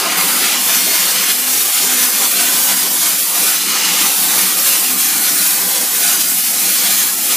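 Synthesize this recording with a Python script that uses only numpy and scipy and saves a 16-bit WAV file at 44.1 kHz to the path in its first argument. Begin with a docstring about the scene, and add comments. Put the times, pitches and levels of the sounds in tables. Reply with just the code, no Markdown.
"""Steam jet in a tiled bathroom

A steam cleaner's hand nozzle blasts into the corner of a small bathroom, close to the microphone.
The free jet hisses; where it strikes the tiles it roars, swelling as the hand sweeps it along.
Dense echoes off the near walls ripple the noise and shift with the nozzle, and the room booms at its
modes over a faint rumble. A noise suppressor hollows out the low rush."""
import sys
import numpy as np
from scipy import signal
from scipy.fft import rfft, irfft
from scipy.io import wavfile
from scipy.ndimage import uniform_filter1d

SR = 44100
rng = np.random.default_rng(int(sys.argv[2]) if len(sys.argv) > 2 else 0)


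def generate_wav(sig):
    """Save sig (samples, or channels by samples) to the path in sys.argv[1] as 16-bit PCM at SR."""
    pcm = np.round(np.clip(np.atleast_2d(sig).T, -1, 1) * 32767).astype(np.int16)
    wavfile.write(sys.argv[1], SR, pcm)


N = 324576
FRAME, HOP = 2048, 256  # samples

# Tone of the jet. Each row: frequency in Hz, relative level in dB.
JET_TONE = [(300, -9.5), (450, -11.5), (620, -9), (900, -4.5), (1300, -7.5), (1800, -4), (2800, -4.5),
            (4500, -3), (7000, -1.9), (10000, -0.7), (12000, -0.5), (13800, -1.7), (15200, -2.35)]
# The jet's body, roar, rush, hiss and fizz. Each row: centre in Hz, share of the strokes and glances,
# share of the slow roar, share of the turns, drift in dB.
JET_BANDS = [(680.0, 0.38, 0.93, 0.28, 0.6), (1530, 0.72, 1.02, -0.011, 0.4), (3330, 0.9, 0.53, -0.16, 0.5),
             (7140, 0.66, 0.011, 0.42, -0.05), (11700.0, 0.42, 0.086, 0.99, -0.53)]
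# The hand sweeps the jet close onto the tiles. Each row: peak time in seconds, attack, hold and release
# in seconds, swell in dB before each band's share, brightening in dB per octave.
STROKES = [(0.182, 0.051, 0.054, 0.044, 1.5, -0.6), (0.43, 0.04, 0.097, 0.094, 4.5, 0),
           (0.712, 0.057, 0.046, 0.071, 5, -0.9), (0.904, 0.12, 0.12, 0.084, 4.5, -0.55),
           (1.092, 0.043, 0.14, 0.048, 4, -0.6), (1.292, 0.04, 0.024, 0.016, 5.5, -0.5),
           (1.514, 0.076, 0.11, 0.033, 2, 0), (1.8, 0.14, 0.16, 0.044, 4, -0.9),
           (2.018, 0.041, 0.023, 0.055, 5.5, -0.5), (2.222, 0.12, 0.026, 0.037, 3.5, -0.5),
           (2.394, 0.062, 0.033, 0.071, 4.5, -0.9), (2.53, 0.07, 0.1, 0.049, 2.5, -0.2),
           (2.695, 0.032, 0.037, 0.019, 4.5, -0.5), (2.829, 0.05, 0.042, 0.037, 2.3, -0.6),
           (3.035, 0.049, 0.039, 0.063, 3.5, 0.1), (3.362, 0.025, 0.02, 0.05, 1.2, -0.5),
           (3.463, 0.1, 0.074, 0.072, 4.5, -0.3), (3.753, 0.14, 0.15, 0.045, 6, -1),
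           (3.975, 0.068, 0.085, 0.098, 5.5, -0.4), (4.227, 0.12, 0.056, 0.038, 1, 0.7),
           (4.36, 0.077, 0.066, 0.048, 3, -0.2), (4.585, 0.052, 0.047, 0.076, 0.3, 0.4),
           (4.673, 0.046, 0.075, 0.071, 3.5, 0.3), (4.852, 0.056, 0.021, 0.041, -0.8, 0.3),
           (5.008, 0.052, 0.049, 0.083, 1.5, 0.5), (5.274, 0.053, 0.015, 0.048, 3, 0.3),
           (5.374, 0.054, 0.093, 0.097, 2.1, 0.4), (5.752, 0.074, 0.044, 0.045, 0.5, -0.3),
           (6.074, 0.12, 0.058, 0.045, 5.5, -0.5), (6.196, 0.052, 0.012, 0.049, 3, -0.2),
           (6.696, 0.15, 0.1, 0.033, 2.5, -0.1), (6.857, 0.082, 0.046, 0.06, 5, -0.3),
           (6.974, 0.053, 0.051, 0.026, 3.5, -0.3), (7.308, 0.02, 0.028, 0.05, 4, -0.8)]
# The jet glances off the tiles. Each row: time in seconds, hold in seconds, dip in dB before each
# band's share.
GLANCES = [(1.416, 0.035, 2), (2.847, 0.049, 2), (3.215, 0.085, 2), (4.941, 0.018, 2.5),
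           (5.667, 0.015, 1.5), (5.87, 0.04, 2.5), (7.124, 0.075, 3.5)]
# The nozzle turns away and the fizz dulls. Each row: time in seconds, hold and return in seconds,
# dip in dB before each band's share.
TURNS = [(0.01, 0.14, 0.043, 7), (0.48, 0.07, 0.1, 5), (0.93, 0.38, 0.41, 1.5), (3.628, 0.22, 0.346, 4)]
# Slow ride of the roar on the tiles. Each row: time in seconds, level in dB before each band's share.
ROAR_RIDE = [(0.0, 3.5), (0.3, 2.5), (0.85, -2.5), (1.25, -1.7), (1.42, -2), (2.25, -2.5), (2.9, -2.5),
             (3.25, -2.5), (3.85, -3.5), (4.4, 0), (4.9, -2.1), (5.6, -2.5), (6.4, -4.5), (6.9, -3.5),
             (7.15, -3), (7.36, -3.7)]
# Resonances of the tiled corner. Each row: centre in Hz, width in Hz, lift in dB.
CORNER_RESONANCES = [(388, 18, 7), (425, 18, 4), (495, 16, 8.5), (554, 18, 7), (624, 22, -4), (705, 20, 6),
                     (791, 32, 3.2), (867, 18, -3.5), (921, 18, -3), (1070, 32, 3.1), (1200, 18, 6),
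                     (1244, 18, 7), (1325, 20, 7), (1394, 18, 2.5), (1427, 18, 4.5), (1470, 32, 3.5),
                     (1529, 18, 4.3), (1879, 18, -4.6), (1920, 32, 2.6), (2158, 32, 3.7), (2401, 24, 5),
                     (2455, 32, 3.2), (2568, 32, 2.4), (2767, 60, 2.6), (2890, 32, 4.2), (3045, 22, 5),
                     (3196, 18, 3.5), (3273, 24, 4.5), (3381, 32, 2.4), (3531, 32, 2.7), (3612, 18, 2.8),
                     (3887, 18, 3.2), (4014, 18, 4), (4052, 24, 3.2), (4296, 18, 2.5), (4339, 18, 1.8),
                     (4683, 60, 2.3), (6029, 32, 2.8), (6228, 32, 2.9), (7327, 60, 2.4), (9284, 60, 1.5),
                     (14072, 80, 2)]
# The jet catches an edge or a resonance and whistles breathily. Each row: peak time in seconds,
# hold in seconds, pitch in Hz, width in Hz, lift in dB.
WHISTLES = [(0.04, 0.056, 650, 110, 9), (0.04, 0.15, 1060, 45, 9), (0.15, 0.5, 2164, 40, 6),
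            (.3, .4, 5049, 45, 7), (.45, .25, 1065, 35, 6), (.55, .3, 7525, 50, 6),
            (0.6, 0.65, 3197, 35, 5.5), (.7, .35, 640, 35, 8), (1.07, .28, 4672, 45, 6),
            (1.28, 0.03, 3380, 300, 7), (1.62, .42, 7127, 50, 7), (1.9, .68, 2411, 35, 3.5),
            (2.2, .04, 780, 150, 4), (2.2, .38, 3531, 40, 6), (2.33, 0.15, 2700, 1000, 2),
            (2.43, .33, 4015, 30, 2.5), (2.5, 0.056, 386, 50, 9), (3.55, .3, 4015, 30, 4),
            (3.24, .28, 4683, 45, 5), (3.48, 0.066, 1470, 150, 5.5), (3.72, .28, 6589, 50, 8),
            (3.77, 0.28, 1215, 60, 5), (3.85, 0.18, 3300, 2200, 1.2), (3.87, .03, 850, 250, 4),
            (4.0, 1.3, 7327, 50, 4), (4.15, 0.13, 1530, 80, 2.5), (4.28, 0.32, 4048, 40, 3.5),
            (4.62, 0.18, 4350, 55, 6), (5.0, .18, 4350, 55, 6), (4.6, .32, 2713, 40, 7),
            (4.65, 0.2, 1620, 80, 6), (5.32, .26, 2390, 35, 5), (5.63, .23, 4597, 45, 7),
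            (6.5, .55, 4015, 35, 4), (6.85, 0.08, 680, 121, 4), (6.85, .04, 3350, 450, 4.5),
            (7.23, .13, 3240, 40, 7)]
# A narrow band briefly drops out, hollowing the rush. Each row: time in seconds, hold in seconds,
# centre in Hz, width in Hz, change in dB.
HOLLOWS = [(.05, .35, 5620, 160, -8), (.77, .08, 580, 70, -8), (.98, .03, 400, 80, -12),
           (1.23, .1, 865, 60, -8), (1.2, .4, 615, 55, -8), (1.72, .06, 385, 90, -17),
           (1.74, .1, 1880, 200, -8), (1.95, .15, 630, 50, -12), (2.37, .05, 920, 70, -9),
           (2.57, .1, 625, 45, -11), (2.8, .04, 580, 120, -18), (3.17, .05, 970, 110, -10),
           (3.17, .05, 370, 60, -5), (3.62, .09, 625, 70, -13), (3.97, .3, 630, 45, -9),
           (4.46, .05, 590, 100, -16), (4.52, .07, 1000, 70, -11), (4.83, .22, 630, 55, -11),
           (5.3, .12, 925, 70, -12), (5.42, .06, 480, 80, -14), (5.9, .06, 590, 110, -13),
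           (5.98, .15, 930, 60, -10), (6.07, .04, 460, 110, -19), (6.38, .05, 390, 50, -8),
           (6.52, .18, 1140, 50, -6), (6.98, .04, 410, 50, -10), (7.06, .03, 690, 60, -7)]
# Depth of the small chance hollows. Each row: frequency in Hz, cut in dB per unit of random excess.
SMALL_HOLLOW_DEPTH = [(330, 0), (480, 8), (1100, 8), (2000, 4.5), (4000, 0)]
# Wet mix of the shifting echoes. Each row: frequency in Hz, share of the power from 0 to 1.
ECHO_MIX = [(400, .75), (1000, .75), (3000, .72), (12000, .8)]
# Still ripple left by the walls' echoes. Each row: frequency in Hz, rms depth in dB.
WALL_RIPPLE = [(1500, 0), (2800, .6), (5000, .7), (15000, .5)]
# Bass modes of the room. Each row: centre in Hz, width in Hz, relative level in dB.
ROOM_MODES = [(185, 11.7, 3), (206, 26, -2.5), (307, 42, -1.5), (312.4, 17, -3)]
# The bass boom briefly swells or sags. Each row: time in seconds, hold in seconds, change in dB.
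BOOM_SWELLS = [(0.17, 0.066, 6.5), (0.37, .08, 3), (0.69, 0.024, 2), (0.9, 0.026, 1.5), (1.08, 0.027, -3.5),
               (1.19, 0.016, 3), (1.36, 0.13, -8.5), (1.68, 0.056, -15.5), (1.97, 0.27, -2), (2.3, 0.12, 0),
               (3.23, 0.085, -4.5), (3.9, 0.27, 4), (4.13, 0.018, -8), (4.28, 0.17, 3.5),
               (4.66, 0.27, -1.5), (5.18, 0.22, 2.5), (5.9, 0.037, -8), (6.45, 0.07, -2.5),
               (6.81, 0.035, 2), (7.12, 0.092, -4)]
# The room's narrowest mode, which hums. Its row: centre in Hz, width in Hz, relative level in dB.
HUM_MODE = [(253, 2.7, 0)]
# The hum swells or fades as the nozzle passes. Each row: time in seconds, hold in seconds, change in dB.
HUM_SWELLS = [(0.0, 0.085, -1.5), (0.35, 0.2, 7), (0.78, 0.079, 7), (1.07, 0.056, -16), (1.38, 0.095, 7),
              (1.92, 0.2, 9), (2.38, .15, 6.5), (2.62, .03, 1), (2.73, 0.034, 7.5), (3.14, 0.12, -14.5),
              (4.9, 0.092, 8), (5.23, 0.033, -2.5), (6.62, .08, -0.5)]
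# Tone of the rumble. Each row: frequency in Hz, relative level in dB.
RUMBLE_TONE = [(20, -38), (48, -18), (70, 0), (85, 0), (115, -6), (200, -20), (500, -60)]
# Stereo width between the two microphone ports. Each row: frequency in Hz, side gain in dB.
STEREO_WIDTH = [(40, -12), (90, -9), (180, -8), (350, -8), (700, -10.5), (1400, -16), (2800, -21),
                (5600, -17), (9500, -18), (12500, -13.5), (14500, -10.5)]
# Threshold of the noise suppressor. Each row: frequency in Hz, band level in dB.
GATE_THRESHOLD = [(150, -90), (270, -56), (380, -53), (600, -54), (950, -52), (1150, -52.5), (1400, -54),
                  (2500, -55)]


def steam_jet(level_db=-12, flutter_db=0.49):
    """Turbulent noise, coloured by the corner, swells band by band as the jet meets the tiles."""
    t, hz = frame_times(extra=5), spectrum_hz()
    noise = turbulence(t)
    corner_db = sum(lift_db * bell(hz, f, width) for f, width, lift_db in CORNER_RESONANCES)
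    tone_db = curve_at(JET_TONE, hz) + corner_db + standing_ripple(hz)
    spectrum = rfft(noise) * gain_of(tone_db) * low_cut(hz, edge_hz=304)
    steam, centres = 0, [band[0] for band in JET_BANDS]
    for band, solo in zip(JET_BANDS, np.eye(len(JET_BANDS))):
        crossover = curve_at(np.column_stack([centres, solo]), hz)
        steam = steam + hand_sweep(*band) * irfft(spectrum * crossover, N)
    flutter = gain_of(flutter_db * to_samples(t, wander(t, 11, 40)))
    mid, side = steam * flutter
    return gain_of(level_db) * stereo(unit_rms(mid), unit_rms(side))


def turbulence(t, eddy_db=1.0):
    """Mid and side noise: eddies light up narrow bands, and the walls' echoes ripple them."""
    hz = np.fft.rfftfreq(FRAME, 1 / SR)
    shape = (len(t), len(hz))
    eddies = patches(shape, frames=16, bins=24)
    noise = rng.standard_normal((2, *shape)) + 1j * rng.standard_normal((2, *shape))
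    colour_db = eddy_db * eddies + passing_colour(t, hz) + small_hollows(hz, shape)
    wet = curve_at(ECHO_MIX, hz)
    noise *= gain_of(colour_db) * np.sqrt(1 - wet + wet * wall_echoes(t, hz) ** 2)
    return signal.istft(noise, nperseg=FRAME, noverlap=FRAME - HOP, time_axis=1, freq_axis=2)[1][:, :N]


def hand_sweep(centre_hz, stroke_share, roar_share, turn_share, drift_db):
    """One band's gain, rms 1: the lower bands follow contact with the tiles, the fizz the nozzle's aim."""
    t = frame_times()
    pivot_hz, slip_s, regain_s, turn_s = 3400, 0.023, 0.045, 0.13
    octaves = np.log2(centre_hz / pivot_hz)
    stroke_db = sum((stroke_share * db + tilt * octaves) * gesture(t, at, attack, hold, release)
                    for at, attack, hold, release, db, tilt in STROKES)
    glance_db = sum(db * gesture(t, at, slip_s, hold, regain_s) for at, hold, db in GLANCES)
    away_db = sum(db * gesture(t, at, turn_s, hold, back) for at, hold, back, db in TURNS)
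    roar_db = np.interp(t, *np.transpose(ROAR_RIDE))
    level_db = stroke_db - stroke_share * glance_db + roar_share * roar_db - turn_share * away_db
    return unit_rms(to_samples(t, gain_of(level_db + drift_db * wander(t, 3, 12))))


def passing_colour(t, hz, waver=0.2, whistle_fade_s=0.052, hollow_fade_s=0.036):
    """Moving EQ in dB: the corner's resonances wax and wane; whistles and hollows come and go."""
    db = sum(np.outer(waver * lift_db * wander(t, 0.781, 5), bell(hz, f, width + hz[1]))
             for f, width, lift_db in CORNER_RESONANCES)
    for events, fade_s in ((WHISTLES, whistle_fade_s), (HOLLOWS, hollow_fade_s)):
        for at, hold, f, width, change_db in events:
            db = db + change_db * np.outer(gesture(t, at, fade_s, hold, fade_s), bell(hz, f, width))
    return db


def small_hollows(hz, shape):
    """Moving EQ in dB: brief, narrow notches open by chance in the low rush."""
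    excess = np.maximum(patches(shape, frames=16, bins=4) - 0.5, 0)
    return -curve_at(SMALL_HOLLOW_DEPTH, hz) * excess


def wall_echoes(t, hz, decay_ms=16.0, sway_m=0.05, pattern_count=48):
    """Gain by time and frequency of dense echoes, whose pattern shifts as the nozzle sways."""
    lag = np.arange(FRAME) / SR
    tail = np.exp(-lag * 1000 / decay_ms)
    response, bins = 0, np.arange(len(hz))
    for _ in range(2):  # the hand sways along two directions
        patterns = rfft(rng.standard_normal((pattern_count, FRAME)) * tail)
        travel_m = sway_m * wander(t, 0.1187, 1.5)[:, None]
        # a new pattern every half wavelength of travel: the treble shifts fastest
        place = travel_m * 2 * hz / 343 + rng.random()
        near = np.floor(place).astype(int)
        crossfade = place % 1 * np.pi / 2
        response = response + np.cos(crossfade) * patterns[near % pattern_count, bins]
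        response = response + np.sin(crossfade) * patterns[(near + 1) % pattern_count, bins]
    # the echoes only move energy between neighbouring frequencies and moments
    power = abs(response) ** 2
    power = power / uniform_filter1d(power, size=50, axis=1)
    return np.sqrt(power / power.mean(0))


def standing_ripple(hz):
    """Static EQ in dB: echoes between the walls leave many narrow, still peaks in the treble."""
    ripple = unit_rms(uniform_filter1d(rng.standard_normal(len(hz)), size=300))
    return curve_at(WALL_RIPPLE, hz) * ripple


def room_boom(modes, level_db):
    """The jet's low turbulence rings bass modes of the small, hard room."""
    hz = spectrum_hz()
    power = sum(gain_of(db) ** 2 * bell(hz, f, width) for f, width, db in modes)
    tone = np.sqrt(power) * low_cut(hz, edge_hz=161.5, order=10) / (1 + (hz / 370) ** 10)
    mid, side = shaped_noise(tone)
    envelope = np.sqrt(uniform_filter1d(mid ** 2, size=12000))
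    return gain_of(level_db) * stereo(mid / envelope, unit_rms(side))


def bass_ride(events, fade_s, drift_db):
    """Level change in dB of a bass layer: swells and sags over a slight drift."""
    t = frame_times()
    db = sum(change_db * gesture(t, at, fade_s, hold, fade_s) for at, hold, change_db in events)
    return to_samples(t, db + drift_db * wander(t, 3.4, 8))


def rumble(boom_ride_db, level_db=-69.5, follow=0.84):
    """A faint bed below the room's lowest strong mode, rising and falling with the boom."""
    noise = shaped_noise(gain_of(curve_at(RUMBLE_TONE, spectrum_hz())))
    mid, side = noise * gain_of(follow * boom_ride_db)
    return gain_of(level_db) * stereo(unit_rms(mid), unit_rms(side))


def noise_suppressor(dry, cut_per_db=2.6, deepest_db=15):
    """Ducks narrow bands that fall under the threshold, so the low rush turns hollow."""
    hz, _, bands = signal.stft(dry, SR, nperseg=FRAME, noverlap=FRAME - HOP)
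    power = uniform_filter1d(abs(bands.mean(0)) ** 2, size=3, axis=0)  # across frequency
    power = uniform_filter1d(power, size=7, axis=1)  # across time
    under_db = curve_at(GATE_THRESHOLD, hz)[:, None] - 10 * np.log10(abs(power) + 1e-14)
    cut_db = uniform_filter1d(np.clip(cut_per_db * under_db, 0, deepest_db), size=3, axis=0)
    return signal.istft(bands * gain_of(-cut_db), nperseg=FRAME, noverlap=FRAME - HOP)[1][:, :N]


def stereo(mid, side):
    """Left and right: the diffuse part of the sound differs between the microphone ports."""
    side = irfft(rfft(side) * gain_of(curve_at(STEREO_WIDTH, spectrum_hz())), N)
    return np.array([mid + side, mid - side])


def gesture(t, at, attack, hold, release):
    """Envelope of one move, 0 to 1: fully up at time `at`, then held and released."""
    return np.interp(t, at + np.array([-attack, 0, hold, hold + release]), [0, 1, 1, 0])


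def wander(t, slow_hz, fast_hz):
    """Smooth random motion, rms 1."""
    rates = np.geomspace(slow_hz, fast_hz, num=24)
    return unit_rms(sum(np.sin(2 * np.pi * (f * t + rng.random())) / np.sqrt(f) for f in rates))


def patches(shape, frames, bins):
    """Random blotches in time and frequency, rms 1."""
    smeared = uniform_filter1d(rng.standard_normal(shape), frames, axis=0)
    return unit_rms(uniform_filter1d(smeared, bins, axis=1))


def shaped_noise(tone):
    """Mid and side noise through one EQ."""
    return irfft(rfft(rng.standard_normal((2, N))) * tone, N)


def bell(hz, centre_hz, width_hz):
    """Shape of a resonance, peaking at 1."""
    return 1 / (1 + (2 * (hz - centre_hz) / width_hz) ** 2)


def low_cut(hz, edge_hz, order=8):
    """Gain of a steep high-pass."""
    return 1 / np.sqrt(1 + (edge_hz / (hz + 1)) ** (2 * order))


def curve_at(points, hz):
    """Reads a table on a log-frequency axis."""
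    f, value = np.transpose(points)
    return np.interp(np.log(hz + 1), np.log(f + 1), value)


def spectrum_hz():
    """Frequencies of a full-length spectrum."""
    return np.fft.rfftfreq(N, 1 / SR)


def frame_times(extra=2):
    """Frame times in seconds, running a little past the end."""
    return np.arange(N // HOP + extra) * HOP / SR


def to_samples(t, curve):
    """Brings a control curve up to audio rate."""
    return np.interp(np.arange(N) / SR, t, curve)


def gain_of(db):
    """Decibels to amplitude."""
    return 10 ** (np.asarray(db) / 20)


def unit_rms(x):
    """Scales to rms 1."""
    return x / np.sqrt(np.mean(x ** 2) + 1e-20)


def scene():
    """The jet up front, the room's boom and hum behind it, the rumble underneath."""
    boom_ride_db = bass_ride(BOOM_SWELLS, fade_s=0.074, drift_db=1)
    hum_ride_db = bass_ride(HUM_SWELLS, fade_s=0.12, drift_db=0.5)
    jet = steam_jet()
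    boom = room_boom(ROOM_MODES, level_db=-37.5 + boom_ride_db)
    hum = room_boom(HUM_MODE, level_db=-44 + hum_ride_db)
    return jet + boom + hum + rumble(boom_ride_db)


def record(dry, ceiling=0.86, top_hz=15330):
    """Suppresses weak bands, rounds off the highest peaks, then cuts the top end."""
    gated = noise_suppressor(dry)
    rounded = gated / (1 + (gated / ceiling) ** 14) ** (1 / 14)
    high_cut = signal.firwin(1023, top_hz, window=("kaiser", 9), fs=SR)
    return signal.oaconvolve(rounded, high_cut[None], "same")


dry = scene()
out = record(dry)
generate_wav(out)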